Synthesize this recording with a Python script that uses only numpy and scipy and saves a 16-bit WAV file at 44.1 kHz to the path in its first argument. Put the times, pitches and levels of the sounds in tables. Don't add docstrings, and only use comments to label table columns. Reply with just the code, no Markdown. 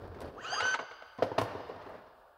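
import sys
import numpy as np
from scipy import signal
from scipy.fft import rfft, irfft
from scipy.io import wavfile
from scipy.ndimage import uniform_filter1d

SR = 44100
rng = np.random.default_rng(int(sys.argv[2]) if len(sys.argv) > 2 else 0)


def invert_db(x):
    u = np.asarray(x, float) / 20
    return 10 ** u


def materialize(psi):
    bounded = np.clip(np.atleast_2d(psi).T, -1, 1)
    quanta = np.round(bounded * 32767).astype(np.int16)
    wavfile.write(sys.argv[1], SR, quanta)


N = 104737

# (frequency [Hz], density [dB per Hz])
AIR_SPECTRUM = [(160, -25), (420, -9), (550, 3.5), (900, 0.5), (1700, -3.5), (2100, -49), (9000, -38)]
RUMBLE_SPECTRUM = [(30, 1), (75, -4), (120, -16), (170, -40.5)]
HISS_SPECTRUM = [(1760, -21), (3000, 12), (5710, -4), (6650, -19), (8500, -3), (13400, 1.5), (15700, 8)]
AIR_DB, RUMBLE_DB, HISS_DB = -63.5, -69.5, -80.5

# (time [s], level [dB])
STIR_LEVEL = [(0, -44), (.045, -41.5), (.11, -46.5), (.2, -44), (.3, -48.5), (.4, -51.5), (.6, -59.5)]
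SETTLE_LEVEL = [(1.19, -51), (1.3, -48), (1.45, -42), (1.6, -47), (1.8, -50.5), (1.95, -53), (2.1, -69),
                (2.37, -88.5)]
# (frequency [Hz], density [dB per Hz])
STIR_SPECTRUM = [(25, -1), (80, -2.5), (200, -9.5), (450, -2), (1600, -19), (2100, -29.5), (5000, -36),
                 (7500, -57)]
SETTLE_SPECTRUM = [(30, -5), (80, -6), (170, -4.5), (350, -1.5), (700, -2), (1650, -8.5), (2300, -20),
                   (9000, -48)]

# (time [s], level [dB], pitch [Hz])
FLOOR_THUMPS = [(0.016, -45.5, 93.6), (0.09, -40.5, 87.4), (0.232, -43, 86), (0.49, -54, 135),
                (0.619, -45.5, 100), (0.708, -57.5, 148.6), (0.811, -61, 125), (0.902, -67.5, 110),
                (1.224, -42, 113), (1.414, -33.5, 108.6), (1.552, -45.5, 89), (1.639, -56, 79.4),
                (1.749, -53, 94.6), (1.828, -55, 75.6)]
THUMP_S = 0.012

# (time [s], peak [dB], t60 [s], brightness [dB per
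TICKS = [(0.0736, -72, 0.045, 3.5), (0.1435, -58, 0.078, -4.5), (0.2038, -56.5, 0.021, 5),
         (0.2134, -55, 0.067, 4), (0.254, -65.5, 0.082, 2), (0.274, -60.5, 0.069, -2.5),
         (1.1768, -61, 0.048, -2.5), (1.2245, -51.5, 0.17, 1), (1.3833, -40.5, 0.1, 0),
         (1.4122, -44.5, 0.056, 1.5), (1.4334, -57.5, 0.1, 5), (1.8207, -67, 0.071, -0.5),
         (1.8913, -74.5, 0.052, 11), (1.687, -73, 0.039, 3.5), (1.759, -76, 0.037, 4),
         (1.941, -69, 0.036, -1.5)]
# (frequency [Hz], density [dB per Hz])
TICK_PUFF = [(880, -48), (1500, 2.5), (3850, -11.5), (4420, -9.5), (7590, -21.5), (9420, -19.5),
             (15700, -29.5)]

# (time [s], pitch [Hz])
SPEED_A = [(0.35, 239.6), (0.36, 352.4), (0.376, 526.3), (0.394, 710.2), (0.416, 966.0), (0.456, 1317),
           (0.474, 1433), (0.538, 1609), (0.605, 1578)]
SPEED_B = [(0.485, 253), (0.493, 349), (0.503, 462.7), (0.521, 635.3), (0.539, 831.4), (0.579, 1228),
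           (0.621, 1459), (0.649, 1519), (0.745, 1531)]
# (time [s], level [dB])
LOAD_A = [(0.352, -47), (.38, -45.5), (0.41, -47.5), (.445, -41.5), (.48, -42), (.51, -43), (0.55, -41.5),
          (0.576, -43.5), (.605, -45)]
LOAD_B = [(.485, -57), (.51, -43.5), (0.536, -31.5), (.57, -34.5), (.6, -36.5), (.63, -34), (.68, -33),
          (0.731, -35.5), (0.747, -34)]
HARMONICS_A = [-0.5, 2.5, 8.5, -8.5, -16, -20, -23.5]
HARMONICS_B = [-0.5, -0.5, -5, -13, -40, -23.5]
# (frequency [Hz], width [Hz], gain [dB])
HOUSING_BANDS = [(650, 420, -12.5), (1000, 280, -12.5), (1290, 340, -5.5), (1520, 134, -2),
                 (1760, 253, -8.5), (2560, 210, -14.5), (2878, 260, -7.5), (3190, 216, -10.5),
                 (4800, 480, -9), (6373, 840, 0.5), (7600, 710, -8.5), (9680, 900, -7)]
# (frequency [Hz], density [dB per Hz])
GEAR_SPECTRUM = [(150, -9), (400, 6.5), (1400, 2.5), (4000, 0.5), (9500, -31.5), (11000, -24), (15500, -35)]
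HOUSING_FLOOR_DB, SHELL_FLOOR = -26, 0.1
WAVER, FLUTTER_DB, SWEEP_FLUTTER_DB = 0.0012, 1.2, 3.5
SKIRT_DB, SKIRT_DB_PER_ORDER, SKIRT_HZ = -23, 3.5, 190
UPPER_ONSET = 3

# (frequency [Hz], density [dB per Hz])
SQUEAL_SPECTRUM = [(5800, -36), (6600, -1), (7150, -12), (7700, -12), (8300, -41)]
SQUEAL_CENTRE_S, SQUEAL_SPREAD_S, SQUEAL_DB = 0.438, 0.015, -62

# (time [s], peak [dB], t60 [s], brightness [dB per octave], own ring [Hz])
CLACKS = [(0.598, -39, 0.027, 4, 1446), (0.603, -29.5, 0.063, 4.5, 860), (0.624, -35.5, 0.041, -5, 532),
          (0.651, -35.5, 0.046, -1, 894), (0.74, -31, 0.06, 3.5, 1300), (0.745, -31.5, 0.063, 1.5, 958),
          (0.788, -35, 0.14, 0, 1112), (0.793, -38, 0.08, -4, 1520), (0.823, -45, 0.068, -5.5, 680.2),
          (0.91, -47, 0.1, 1, 490), (1.021, -46, 0.048, 0, 650)]
# (frequency [Hz], level [dB], t60 [s])
LATCH_MODES = [(570, 1.5, 0.028), (955, -7.5, 0.066), (1300, -2, 0.045), (1520, 0.5, 0.053),
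               (2153, -1.5, 0.032), (2720, -8, 0.04), (2930, -13, .05), (4830, -23, 0.024)]
# (frequency [Hz], density [dB per Hz])
LATCH_PUFF = [(120, -37), (200, -12.5), (646, 2.5), (1420, -6), (4060, -17.5), (4810, -24.5), (8000, -36.5),
              (10400, -53), (17600, -120)]

# (time [s], peak [dB], t60 [s], brightness [dB per octave], own ring [Hz])
KNOCKS = [(1.183, -43, 0.21, 0, 229), (1.188, -42, 0.079, -3, 583), (1.208, -61, 0.083, 4, 240),
          (1.263, -54, 0.28, 4.5, 540), (1.314, -34.5, 0.063, -3.5, 906), (1.549, -38, 0.07, -3, 411),
          (1.599, -45.5, 0.068, 1, 550), (1.691, -40, 0.24, -1, 480), (1.759, -49.5, 0.061, -1.5, 687),
          (1.811, -48, 0.1, 0, 613), (1.861, -49.5, 0.082, -1, 390), (1.89, -45.5, 0.14, -2.5, 645),
          (1.94, -48, 0.15, -1, 610), (2.063, -56, 0.15, 1, 570)]
# (frequency [Hz], level [dB], t60 [s])
SEAT_MODES = [(106.5, -20, 0.13), (341, -10, 0.056), (459, -2.5, 0.049), (908, -10.5, 0.098),
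              (1102, -5, 0.064), (2100, -22.5, 0.035)]
# (frequency [Hz], density [dB per Hz])
SEAT_PUFF = [(45, -34), (100, -7.5), (572, 1), (1010, -3), (2540, -18.5), (4750, -23.5), (6500, -34.5),
             (8450, -72), (14300, -120)]
# (time [s], peak [dB], t60 [s], brightness [dB per octave])
SLAM_A = [
    (1.221, -21.5, 0.085, 0.013),
]
SLAM_B = [
    (1.379, -23.5, 0.071, 0),
    (1.412, -30.5, 0.074, 0),
]
# (frequency [Hz], level [dB], t60 [s])
FRAME_A = [(109, -15.5, .15), (224.4, -15, 0.053), (398, -11.5, 0.031), (533, 3.5, 0.049), (629, -8, 0.049),
           (834, -11, 0.052), (1004, -9.5, 0.07), (1310, -24, 0.026), (2340, -21, 0.045)]
FRAME_B = [(100, -18, 0.12), (278, -9.5, 0.094), (499, -2, 0.055), (650, 3, 0.031), (904, -6.5, 0.087),
           (1054, -2.5, 0.046), (1300, -20, 0.055), (1887, -16, 0.047), (2295, -17, 0.024)]
OWN_RING_DB, OWN_RING_T60_S = 7, 0.048

# (frequency [Hz], t60 [s])
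HALL_T60 = [(100, 0.67), (250, 1.28), (800, 2.27), (2000, 2), (5000, 2.05), (6500, 0.97), (8000, 0.67)]
BAY_T60_S, BAY_DB, HALL_DB, HALL_MOTOR_DB = 0.13, -11, -12.5, -17


def evened(x):
    return x / np.sqrt(np.mean(x ** 2) + 1e-20)


def read(points, hz):
    f, value = np.transpose(points)
    return np.interp(np.log(hz + 1), np.log(f + 1), value)


def add(mix, start_s, sound):
    part = mix[round(start_s * SR):][:len(sound)]
    part += sound[:len(part)]


def noise(size, spectrum, tilt_db=0):
    return coloured(rng.standard_normal(size), spectrum, tilt_db)


def coloured(x, spectrum, tilt_db=0):
    hz = np.fft.rfftfreq(len(x), 1 / SR)
    gain_db = read(spectrum, hz) + tilt_db * np.log2((hz + 50) / 1000)
    return evened(irfft(rfft(x) * invert_db(gain_db), len(x)))


def slow(size, span_s):
    width = max(int(span_s * SR), 2)
    drift = uniform_filter1d(rng.standard_normal(size), width)
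    return evened(uniform_filter1d(drift, width))


def background():
    air = invert_db(AIR_DB) * noise(N, AIR_SPECTRUM)
    hiss = invert_db(HISS_DB) * noise(N, HISS_SPECTRUM)
    rumble = invert_db(RUMBLE_DB + 2.3 * slow(N, 0.047)) * noise(N, RUMBLE_SPECTRUM)
    return air + hiss + rumble


def rustle(curve, spectrum, grain_db, lump_db):
    at_s, level_db = np.transpose(curve)
    t = np.arange(N) / SR
    uneven_db = grain_db * slow(N, 0.0026) + lump_db * slow(N, 0.094)
    bumps = rng.standard_normal(N) * invert_db(uneven_db)
    gate = np.clip(np.minimum(t - at_s[0] + 0.0051, at_s[-1] + 0.0045 - t) / 0.0026, 0, 1)
    return coloured(bumps, spectrum) * invert_db(np.interp(t, at_s, level_db)) * gate


def floor_thumps():
    out = np.zeros(N)
    u = np.arange(8192) / SR / THUMP_S
    swell = np.e * u * np.exp(-u)
    for start_s, db, hz in FLOOR_THUMPS:
        add(out, start_s, invert_db(db) * swell * np.sin(2 * np.pi * hz * THUMP_S * u))
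    return out


def mode(t, hz, db, t60_s, cycles):
    return 2 * invert_db(db - 60 * t / t60_s) * np.sin(2 * np.pi * (hz * t + cycles))


def blows(events, modes, puff, puff_db, rise_s, detune):
    out = np.zeros(N)
    t = np.arange(8192) / SR
    for start_s, peak_db, t60_s, tilt_db, *own_hz in events:
        hit = invert_db(puff_db - 60 * t / t60_s) * noise(len(t), puff, tilt_db)
        stretch = 10 * t60_s
        for f, db, ring_s in modes:
            hz = f * (1 + detune * rng.uniform(-1, 1))
            mode_db = db + tilt_db * np.log2(f / 1000)
            hit += mode(t, hz, mode_db, ring_s * stretch, rng.uniform(0, 0.5))
        for f in own_hz:
            mode_db = OWN_RING_DB + tilt_db * np.log2(f / 1000)
            hit += mode(t, f, mode_db, OWN_RING_T60_S * stretch, 0.25)
        hit *= np.minimum(t / rise_s, 1) ** 2
        add(out, start_s, invert_db(peak_db) * hit / np.sqrt(np.mean(hit[:400] ** 2)))
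    return out


def trim_ticks():
    return blows(TICKS, [], TICK_PUFF, puff_db=0, rise_s=0.0025, detune=0)


def housing_gain(hz):
    bands = sum(invert_db(db) / (1 + (2 * (hz - f) / width) ** 4) for f, width, db in HOUSING_BANDS)
    return invert_db(HOUSING_FLOOR_DB) + bands


def motor(speed_curve, load, harmonics_db, gear_db):
    at_s, pitch_hz = np.transpose(speed_curve)
    start_s, stop_s, top_hz = at_s[0], at_s[-1], pitch_hz.max()
    t = np.arange(start_s, stop_s, 1 / SR)
    size = len(t)
    speed = uniform_filter1d(np.interp(t, at_s, pitch_hz), size=700, mode="nearest")
    hz = speed * (1 + WAVER * slow(size, 0.0037))
    turn = 2 * np.pi * np.cumsum(hz) / SR

    still_to_rise = np.clip(4 * (0.95 - np.maximum.accumulate(speed) / top_hz), 0, 1)
    sweep_db = SWEEP_FLUTTER_DB * np.sqrt(still_to_rise)
    tone = np.zeros(size)
    for k, db in enumerate(harmonics_db, 1):
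        fuzz = slow(size, 0.5 / SKIRT_HZ) + 1j * slow(size, 0.5 / SKIRT_HZ)
        skirt = invert_db(SKIRT_DB + SKIRT_DB_PER_ORDER * (k - 0.5) + sweep_db) * fuzz
        onset = (hz / top_hz) ** (UPPER_ONSET * max(k - 2, 0))
        level = invert_db(db + (FLUTTER_DB + sweep_db) * slow(size, 0.015))
        wave = ((1 + skirt) * np.exp(1j * k * turn)).real
        tone += np.sqrt(2) * housing_gain(k * hz) * onset * level * wave

    shell = SHELL_FLOOR + housing_gain(np.fft.rfftfreq(size, 1 / SR))
    teeth = evened(irfft(rfft(noise(size, GEAR_SPECTRUM)) * shell, size))
    gear = invert_db(gear_db + slow(size, 0.00073)) * (hz / top_hz) ** 2 * teeth
    stop_fade = np.clip((stop_s - t) / 0.00087, 0, 1)
    return start_s, (tone + gear) * stop_fade * invert_db(np.interp(t, *np.transpose(load)))


def brush_squeal():
    t = np.arange(N) / SR
    grit = noise(N, SQUEAL_SPECTRUM) * invert_db(SQUEAL_DB + 2 * slow(N, 0.005))
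    return grit * np.exp(-0.5 * ((t - SQUEAL_CENTRE_S) / SQUEAL_SPREAD_S) ** 2)


def latch_clacks():
    return blows(CLACKS, LATCH_MODES, LATCH_PUFF, puff_db=4.5, rise_s=0.003, detune=0.03)


def seat_knocks():
    return blows(KNOCKS, SEAT_MODES, SEAT_PUFF, puff_db=4, rise_s=0.0043, detune=0.092)


def seat_slams():
    first = blows(SLAM_A, FRAME_A, SEAT_PUFF, puff_db=1, rise_s=0.0039, detune=0)
    second = blows(SLAM_B, FRAME_B, SEAT_PUFF, puff_db=1, rise_s=0.0039, detune=0)
    return first + second


def tail(x, t60s, length, gap_s):
    taps = np.zeros(length)
    at = np.arange(int(gap_s * SR), length - 20, 20)
    taps[at + rng.integers(0, 20, len(at))] = rng.choice([-1., 1.], len(at))
    hz, t, z = signal.stft(taps, SR, nperseg=256)
    decay = invert_db(-60 * t / read(t60s, hz)[:, None])
    echo = signal.istft(z * decay, SR, nperseg=256)[1]
    return signal.fftconvolve(x, echo / np.linalg.norm(echo))[:N]


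def scene():
    moving = rustle(STIR_LEVEL, STIR_SPECTRUM, grain_db=-2.0, lump_db=2.9)
    moving += rustle(SETTLE_LEVEL, SETTLE_SPECTRUM, grain_db=0.0, lump_db=-2.5)
    whine = np.zeros(N)
    add(whine, *motor(SPEED_A, LOAD_A, HARMONICS_A, gear_db=-0.5))
    add(whine, *motor(SPEED_B, LOAD_B, HARMONICS_B, gear_db=-6))
    clacks = latch_clacks()
    hits = trim_ticks() + seat_knocks() + seat_slams()
    near = whine + clacks + hits

    bay_t60 = [(100, BAY_T60_S), (10000, 0.35 * BAY_T60_S)]
    bay = invert_db(BAY_DB) * tail(near, bay_t60, length=SR // 2, gap_s=0.003)
    to_hall = invert_db(HALL_MOTOR_DB) * (whine * slow(N, 0.0074) + clacks) + invert_db(HALL_DB) * hits
    hall = tail(to_hall, HALL_T60, length=2 * SR, gap_s=0.02)
    return (near + bay + hall + background() + moving + floor_thumps() + brush_squeal())[None]


def top_cut(x):
    return signal.sosfilt(signal.butter(12, 16370, fs=SR, output="sos"), x)


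def record(dry):
    high_pass = signal.butter(2, 55, "high", fs=SR, output="sos")
    low_pass = signal.firwin(1023, 15760, fs=SR)
    band = signal.oaconvolve(signal.sosfilt(high_pass, dry), low_pass[None], "same")
    return top_cut(band)


dry = scene()
out = record(dry)
materialize(out)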